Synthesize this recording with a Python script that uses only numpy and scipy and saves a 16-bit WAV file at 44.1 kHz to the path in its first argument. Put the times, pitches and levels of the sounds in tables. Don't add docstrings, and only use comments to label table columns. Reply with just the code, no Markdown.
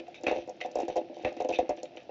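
import sys
import numpy as np
from scipy import signal
from scipy.fft import rfft, irfft
from scipy.io import wavfile

SR = 44100
rng = np.random.default_rng(int(sys.argv[2]) if len(sys.argv) > 2 else 0)


def unload_wav(signal):
    wavfile.write(
        sys.argv[1],
        SR,
        np.round(np.clip(np.atleast_2d(signal).T, -1, 1) * 32767).astype(np.int16),
    )


def gain_from_decibels(decibels):
    exponent = np.asarray(decibels, float) / 20
    return 10 ** exponent


N = 92610
SPAN = 13230
EVENT_T = np.arange(SPAN) / SR
SLIPS_PER_S, SLIP_SPREAD_DB = 1500, 5


def rms_one(x):
    return x / np.sqrt(np.mean(x ** 2) + 1e-20)


def peak_one(x):
    return x / (np.abs(x).max() + 1e-20)


def fade(t60):
    return gain_from_decibels(-60 * EVENT_T / max(t60, 0.005))


def add(out, start_s, x):
    i = int(start_s * SR)
    x, i = x[max(-i, 0):], max(i, 0)
    out[i:i + len(x)] += x[:len(out) - i]


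def grains(per_s, spread_db, size):
    sign = rng.choice([-1, 1], size)
    strength = gain_from_decibels(spread_db * np.minimum(rng.exponential(1, size), 4))
    return sign * strength * (rng.random(size) < per_s / SR)


# (frequency [Hz], level [dB per Hz])
AIR_TONE = [(30, -16.5), (180, 2), (340, 1.5), (720, 6.5), (1100, -21), (2600, -12), (5800, -19),
            (7600, -34)]


def air():
    hz, db = np.transpose(AIR_TONE)
    shape = gain_from_decibels(np.interp(np.log(np.fft.rfftfreq(N, 1 / SR) + 1), np.log(hz), db))
    noise = irfft(rfft(rng.standard_normal(N)) * shape, N)
    return gain_from_decibels(-55) * rms_one(noise)


def echo(x):
    dull = signal.butter(1, 3000, fs=SR, output="sos")
    tail = signal.sosfilt(dull, rng.standard_normal(SPAN)) * fade(0.11)
    tail[:300] = 0
    tail = tail / np.sqrt(np.sum(tail ** 2))
    return gain_from_decibels(-14) * signal.fftconvolve(x, tail)[:N]


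# (level [dB], fade by 60 dB [s])
BOARD_MODES = [(-13, 0.19), (1.5, 0.033), (7.5, 0.1), (-9.5, .07), (1.5, 0.077), (6, 0.14), (0, 0.12),
               (3, 0.16), (-6, 0.035), (8, 0.095), (-14.5, 0.017), (-8, 0.018), (-13.5, 0.04),
               (-16.5, 0.027)]
BOARD_PITCHES = [240, 302, 341, 392, 445, 511, 552, 590, 660, 714, 770, 840, 960, 1090]


def board_ring(centre_hz, colour_db):
    spread_db, detune = 2.0, 0.006
    rise_s, contact_s = 0.0005, 0.00012
    ring = np.zeros(SPAN)
    for hz, (db, t60) in zip(BOARD_PITCHES, BOARD_MODES):
        luck, off = rng.normal(0, 1, 2)
        octaves = np.log2(hz / centre_hz)
        level = gain_from_decibels(db + spread_db * luck - colour_db * octaves ** 2)
        ring += level * fade(t60) * np.sin(2 * np.pi * hz * (1 + detune * off) * EVENT_T)
    ring *= (1 - np.exp(-EVENT_T / rise_s)) ** 2
    band = signal.butter(4, [260.3, 952], "band", fs=SR, output="sos")
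    ring = signal.sosfilt(band, ring)
    t = EVENT_T[:441]
    soft_touch = t * np.exp(-t / contact_s)
    return signal.fftconvolve(ring, soft_touch)[:SPAN]


# (frequency [Hz], width [Hz], level [dB])
GLASS_MODES = [(1270, 870, -10.5), (1715, 88, -4.5), (1977, 530, -9.5), (2360, 334, 1), (2524, 372, 3.5),
               (2758, 310, -0.5), (3047, 380, -7), (3577, 31, -8.5), (3700, 74, -4.5), (4235, 1000, -17),
               (5940, 490, -12), (7060, 360, -40)]


def glass(x, frame_db):
    frame_top_hz = 2350
    out = 0
    for k, (hz, width_hz, db) in enumerate(GLASS_MODES):
        if hz < frame_top_hz:
            db = db + frame_db
        elif hz > 1.25 * frame_top_hz:
            db = db - 1.3 * frame_db
        r = np.exp(-np.pi * 1.5 * width_hz / SR)
        b = [1 - r * r, 0, r * r - 1]
        a = [1, -2 * r * np.cos(2 * np.pi * hz / SR), r * r]
        once = signal.lfilter(b, a, x + 1e-18)
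        out = out + gain_from_decibels(db) * (-1) ** k * signal.lfilter(b, a, once)
    return out


# (time [s], level [dB])
SHUFFLE_LEVELS = [
    (0.0, -56),
    (1.57, -44),
    (1.789, -46),
    (2.1, -60),
]


def shuffle():
    wood = np.zeros(N)
    for _ in range(4):
        touches = grains(220 / 4, 6.9, N)
        wood += signal.fftconvolve(touches, board_ring(300, 3.0))[:N]
    grit = glass(grains(1500, 7.1, N), 2.0)
    s, db = np.transpose(SHUFFLE_LEVELS)
    level = gain_from_decibels(np.interp(np.arange(N) / SR, s, db) - 1.8)
    return level * (rms_one(wood) + gain_from_decibels(-16.5) * rms_one(grit))


# (time [s], peak level [dB])
WEIGHT_LANDINGS = [(0.262, -47), (0.313, -51), (0.369, -53.5), (0.638, -64), (0.755, -57), (0.803, -60),
                   (0.885, -51), (0.963, -53.5), (1.245, -40.5), (1.399, -52.5), (1.493, -52.5),
                   (1.588, -44), (1.69, -47)]


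def pushes():
    thump_hz, thump_db, thump_t60_s = 69, 5.5, 0.11
    band = signal.butter(1, [thump_hz / 3, thump_hz * 2], "band", fs=SR, output="sos")
    out = np.zeros(N)
    for s, db in WEIGHT_LANDINGS:
        lump = rng.standard_normal(SPAN) * fade(thump_t60_s)
        lump = signal.sosfilt(band, signal.sosfilt(band, lump))
        add(out, s, gain_from_decibels(db + thump_db) * peak_one(lump))
    return out


# (time [s], length
# [s], frequency [Hz], peak level [dB])
PANE_TONES = [(1.524, .008, 2540, -33.5), (1.535, .004, 2585, -25.5), (1.547, .028, 2530, -35),
              (1.555, 0.014, 3700, -36), (1.577, 0.012, 3680, -43.5), (0.137, 0.045, 3700, -48.5),
              (0.143, .005, 2470, -39), (0.151, .04, 2540, -48.5), (0.155, .004, 2300, -42),
              (0.265, .003, 2530, -21), (0.611, .003, 2030, -26.5), (0.613, .003, 2740, -30),
              (0.623, .003, 2700, -38), (1.247, .004, 2360, -27), (1.251, .006, 2580, -31.5),
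              (1.446, .003, 3030, -43.5), (1.969, .005, 2690, -37)]


def squeaks():
    width_hz = 169
    r = np.exp(-np.pi * width_hz * 2 / SR)
    out = np.zeros(N)
    for s, length_s, hz, db in PANE_TONES:
        slips = grains(SLIPS_PER_S, SLIP_SPREAD_DB, SPAN) * (EVENT_T < length_s)
        pole = [1, -2 * r * np.cos(2 * np.pi * hz / SR), r * r]
        once = signal.lfilter([1, 0, -1], pole, slips + 1e-18)
        add(out, s, gain_from_decibels(db) * peak_one(signal.lfilter([1], pole, once)))
    return out


# (time [s], peak level [dB], fade by 60 dB [s], share of the frame [dB])
CLAW_SKIDS = [(-0.002, -35.5, 0.023, -0.5), (0.0574, -45, 0.9, 1.5), (0.1427, -41.5, 0.27, -2.5),
              (0.236, -38, 0.21, 1.5), (0.2653, -22.5, 0.14, 3), (0.278, -33.5, 0.33, 1),
              (0.3518, -36.5, 0.36, -2.5), (0.3839, -44, 0.14, -11), (0.6035, -34, 0.045, 6.5),
              (0.609, -29.5, 0.17, -3), (0.6355, -40, 0.44, 0), (0.756, -44.5, 0.15, -4.5),
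              (0.798, -38.5, 0.1, -0.5), (0.821, -42, 0.27, -1.5), (0.88, -38.5, 0.074, -0.5),
              (0.8967, -38.5, 0.21, -4.5), (0.9693, -36.5, 0.14, -20), (1.141, -43.5, 0.31, -14),
              (1.194, -43, 0.7, -2), (1.2456, -34, 0.26, 1), (1.2466, -23, 0.13, 4.5),
              (1.273, -36.5, 0.17, 2), (1.3666, -43, 0.08, 0), (1.3982, -37.5, 0.11, -1.5),
              (1.489, -33.5, 0.31, -4), (1.5252, -38, 0.18, -1), (1.5363, -31.5, 0.13, -4.5),
              (1.5583, -48.5, 0.028, -7), (1.5871, -33.5, 0.11, -16), (1.6943, -40.5, 0.073, 4),
              (1.7698, -42.5, 0.3, -2.5), (1.853, -41, 0.031, -2.5), (1.969, -38, 0.27, -0.5)]


def skids():
    attack_s, head_gain, head_t60_s = 0.0018, 1.3, 0.0071
    attack = np.minimum(1, EVENT_T / attack_s)
    out = np.zeros(N)
    for s, db, t60, frame_db in CLAW_SKIDS:
        shape = (fade(t60) + head_gain * fade(head_t60_s)) * attack
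        slips = grains(SLIPS_PER_S, SLIP_SPREAD_DB, SPAN) * shape
        slips[40] = gain_from_decibels(0.5)
        add(out, s, gain_from_decibels(db - 0.5) * peak_one(glass(slips, frame_db)))
    return out


# (time [s], peak level [dB], length [s])
CLAW_TICKS = [(0.065, -74, 0.0027), (0.08, -54, 0.0041), (0.11, -65, 0.0063), (0.148, -52.5, 0.005),
              (0.162, -54, 0.004), (0.2104, -53, 0.0022), (0.234, -38.5, 0.0021), (0.272, -44, 0.0033),
              (0.2784, -56, 0.00456), (0.311, -43.5, 0.0078), (0.35, -55.5, 0.0074), (0.38, -48, 0.0023),
              (0.473, -54.5, 0.008), (0.4927, -43, 0.0055), (0.564, -62, 0.005), (0.616, -47, 0.005),
              (0.658, -48, 0.0085), (0.7135, -44.5, 0.005), (0.753, -38.5, 0.0054), (0.7866, -42, 0.004),
              (0.8, -42, 0.006), (0.816, -47, 0.0065), (0.849, -56.5, 0.0036), (0.88, -45.5, 0.012),
              (0.9562, -46, 0.005), (0.964, -41, 0.0068), (1.1408, -62, 0.0039), (1.164, -55.5, 0.0036),
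              (1.185, -55.5, 0.0038), (1.225, -54, 0.0064), (1.3259, -48, 0.0022), (1.3653, -51, 0.0044),
              (1.4022, -43, 0.0062), (1.4216, -42.5, 0.0021), (1.4455, -46.5, 0.0043),
              (1.4874, -35.5, 0.0036), (1.522, -47, 0.0074), (1.532, -53, 0.00425), (1.585, -42.5, 0.0036),
              (1.595, -50.5, 0.0045), (1.6917, -37.5, 0.0056), (1.765, -53, 0.0039), (1.8303, -33, 0.0017),
              (1.843, -80, 0.005), (1.963, -52.5, 0.0031), (2.03, -59, 0.005)]


def ticks():
    attack_s, tail_db, tail_t60_s = 0.0004, -25, 0.09
    band = signal.butter(2, [4900, 7400], "band", fs=SR, output="sos")
    out = np.zeros(N)
    for s, db, length_s in CLAW_TICKS:
        shape = np.minimum(1, EVENT_T / attack_s) / (1 + (EVENT_T / max(length_s, 0.002)) ** 3)
        run = grains(25000, 2.8, SPAN) * shape
        scratching = gain_from_decibels(tail_db) * fade(tail_t60_s) * grains(2100, 4.8, SPAN)
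        add(out, s, gain_from_decibels(db + 3.5) * peak_one(signal.sosfilt(band, run + scratching)))
    return out


# (time [s], peak level [dB], colour centre [Hz], time before the ring is cut short [s])
PAW_THUDS = [(-0.003, -32.5, 390, 0.018), (0.08, -35.5, 743, 0.013), (0.235, -26, 361, 0.021),
             (0.266, -17.5, 515, 0.0089), (0.28, -16.5, 452, 0.0086), (0.311, -14, 625, 0.019),
             (0.358, -23, 496, 0.017), (0.371, -29, 462, 0.017), (0.485, -32.5, 686, 0.027),
             (0.612, -31.5, 637, 0.022), (0.647, -24.5, 734, 0.022), (0.713, -41, 530, 0.055),
             (0.755, -17, 600, 0.011), (0.787, -19, 555, 0.0067), (0.801, -19.5, 650, 0.0076),
             (0.88, -22, 524, 0.014), (0.967, -17, 582, 0.029), (1.097, -33, 374, 0.043),
             (1.167, -31, 503, 0.0078), (1.248, -17, 527, 0.0071), (1.26, -20, 522, 0.011),
             (1.318, -32, 510, 0.008), (1.365, -33, 440, 0.0078), (1.402, -17.5, 607, 0.01),
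             (1.447, -18.5, 507, 0.014), (1.489, -19.5, 535, 0.022), (1.587, -11, 602, 0.013),
             (1.692, -18.5, 520, 0.011), (1.83, -28.5, 500, 0.019), (2.092, -28.5, 600, 0.0063)]
# (time [s], peak level [dB], colour centre [Hz])
TOE_TAPS = [(0.036, -44.5, 417), (0.059, -59, 520), (0.211, -45.5, 710), (0.287, -25.5, 504),
            (0.326, -21, 700), (0.385, -28.5, 420), (0.475, -30.5, 500), (0.497, -30, 590),
            (1.235, -31, 480), (0.642, -45, 520), (0.659, -30, 664), (0.683, -33.5, 520),
            (0.77, -21.5, 620), (0.819, -26, 480), (0.83, -22.5, 400), (0.898, -23.5, 640),
            (0.922, -31, 450), (0.956, -26.5, 590), (0.961, -17, 550), (0.977, -23, 545), (0.99, -32, 570),
            (1.012, -25.5, 352), (1.129, -36, 517), (1.194, -35, 523), (1.273, -25, 485),
            (1.416, -22.5, 610), (1.427, -29, 490), (1.462, -49, 534), (1.496, -26.5, 506),
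            (1.501, -30, 600), (1.51, -21.5, 560), (1.534, -24.5, 494), (1.601, -27, 676),
            (1.61, -27.5, 674), (1.626, -26, 358), (1.652, -34, 486), (1.699, -23, 710), (1.707, -20, 680),
            (1.717, -37, 560), (1.849, -61, 560), (1.953, -36.5, 490), (1.971, -34, 510)]


def thuds():
    colour_db = 16.5
    lead_s, lead_db = 0.003856, -38.5
    toe_settle_s = 0.007
    blows = list(PAW_THUDS) + [(*tap, toe_settle_s) for tap in TOE_TAPS]
    out = np.zeros(N)
    for s, db, hz, settle_s in blows:
        free = 1 / (1 + (EVENT_T / max(settle_s, 0.003)) ** 6)
        first = peak_one(board_ring(hz, colour_db))
        toes = grains(200, 0.99, SPAN) * free
        bounces = peak_one(signal.fftconvolve(toes, board_ring(hz, colour_db))[:SPAN])
        knock = gain_from_decibels(-29) * glass(rng.standard_normal(SPAN) * fade(0.073), 3.5)
        body = (first + gain_from_decibels(-6) * bounces) * (free + gain_from_decibels(-12))
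        add(out, s, gain_from_decibels(db) * (peak_one(body) + knock))
        add(out, s - lead_s, gain_from_decibels(db + lead_db) * (first * free + knock))
    return out


def scene():
    dog = squeaks() + skids() + ticks() + thuds()
    return (air() + echo(dog) + shuffle() + pushes() + dog)[None]


def low_pass(x):
    return signal.sosfilt(signal.butter(12, 8010, fs=SR, output="sos"), x)


def record(dry):
    run_in = 600
    x = np.pad(dry, ((0, 0), (run_in, 0)), "reflect")
    steep = signal.cheby1(10, 1, 7395, fs=SR, output="sos")
    mic = signal.butter(2, [47, 5830], "band", fs=SR, output="sos")
    x = signal.sosfilt(mic, signal.sosfilt(steep, x))[:, run_in:]
    mix = x + gain_from_decibels(-100) * rng.standard_normal(x.shape)
    return low_pass(mix)


dry = scene()
out = record(dry)
unload_wav(out)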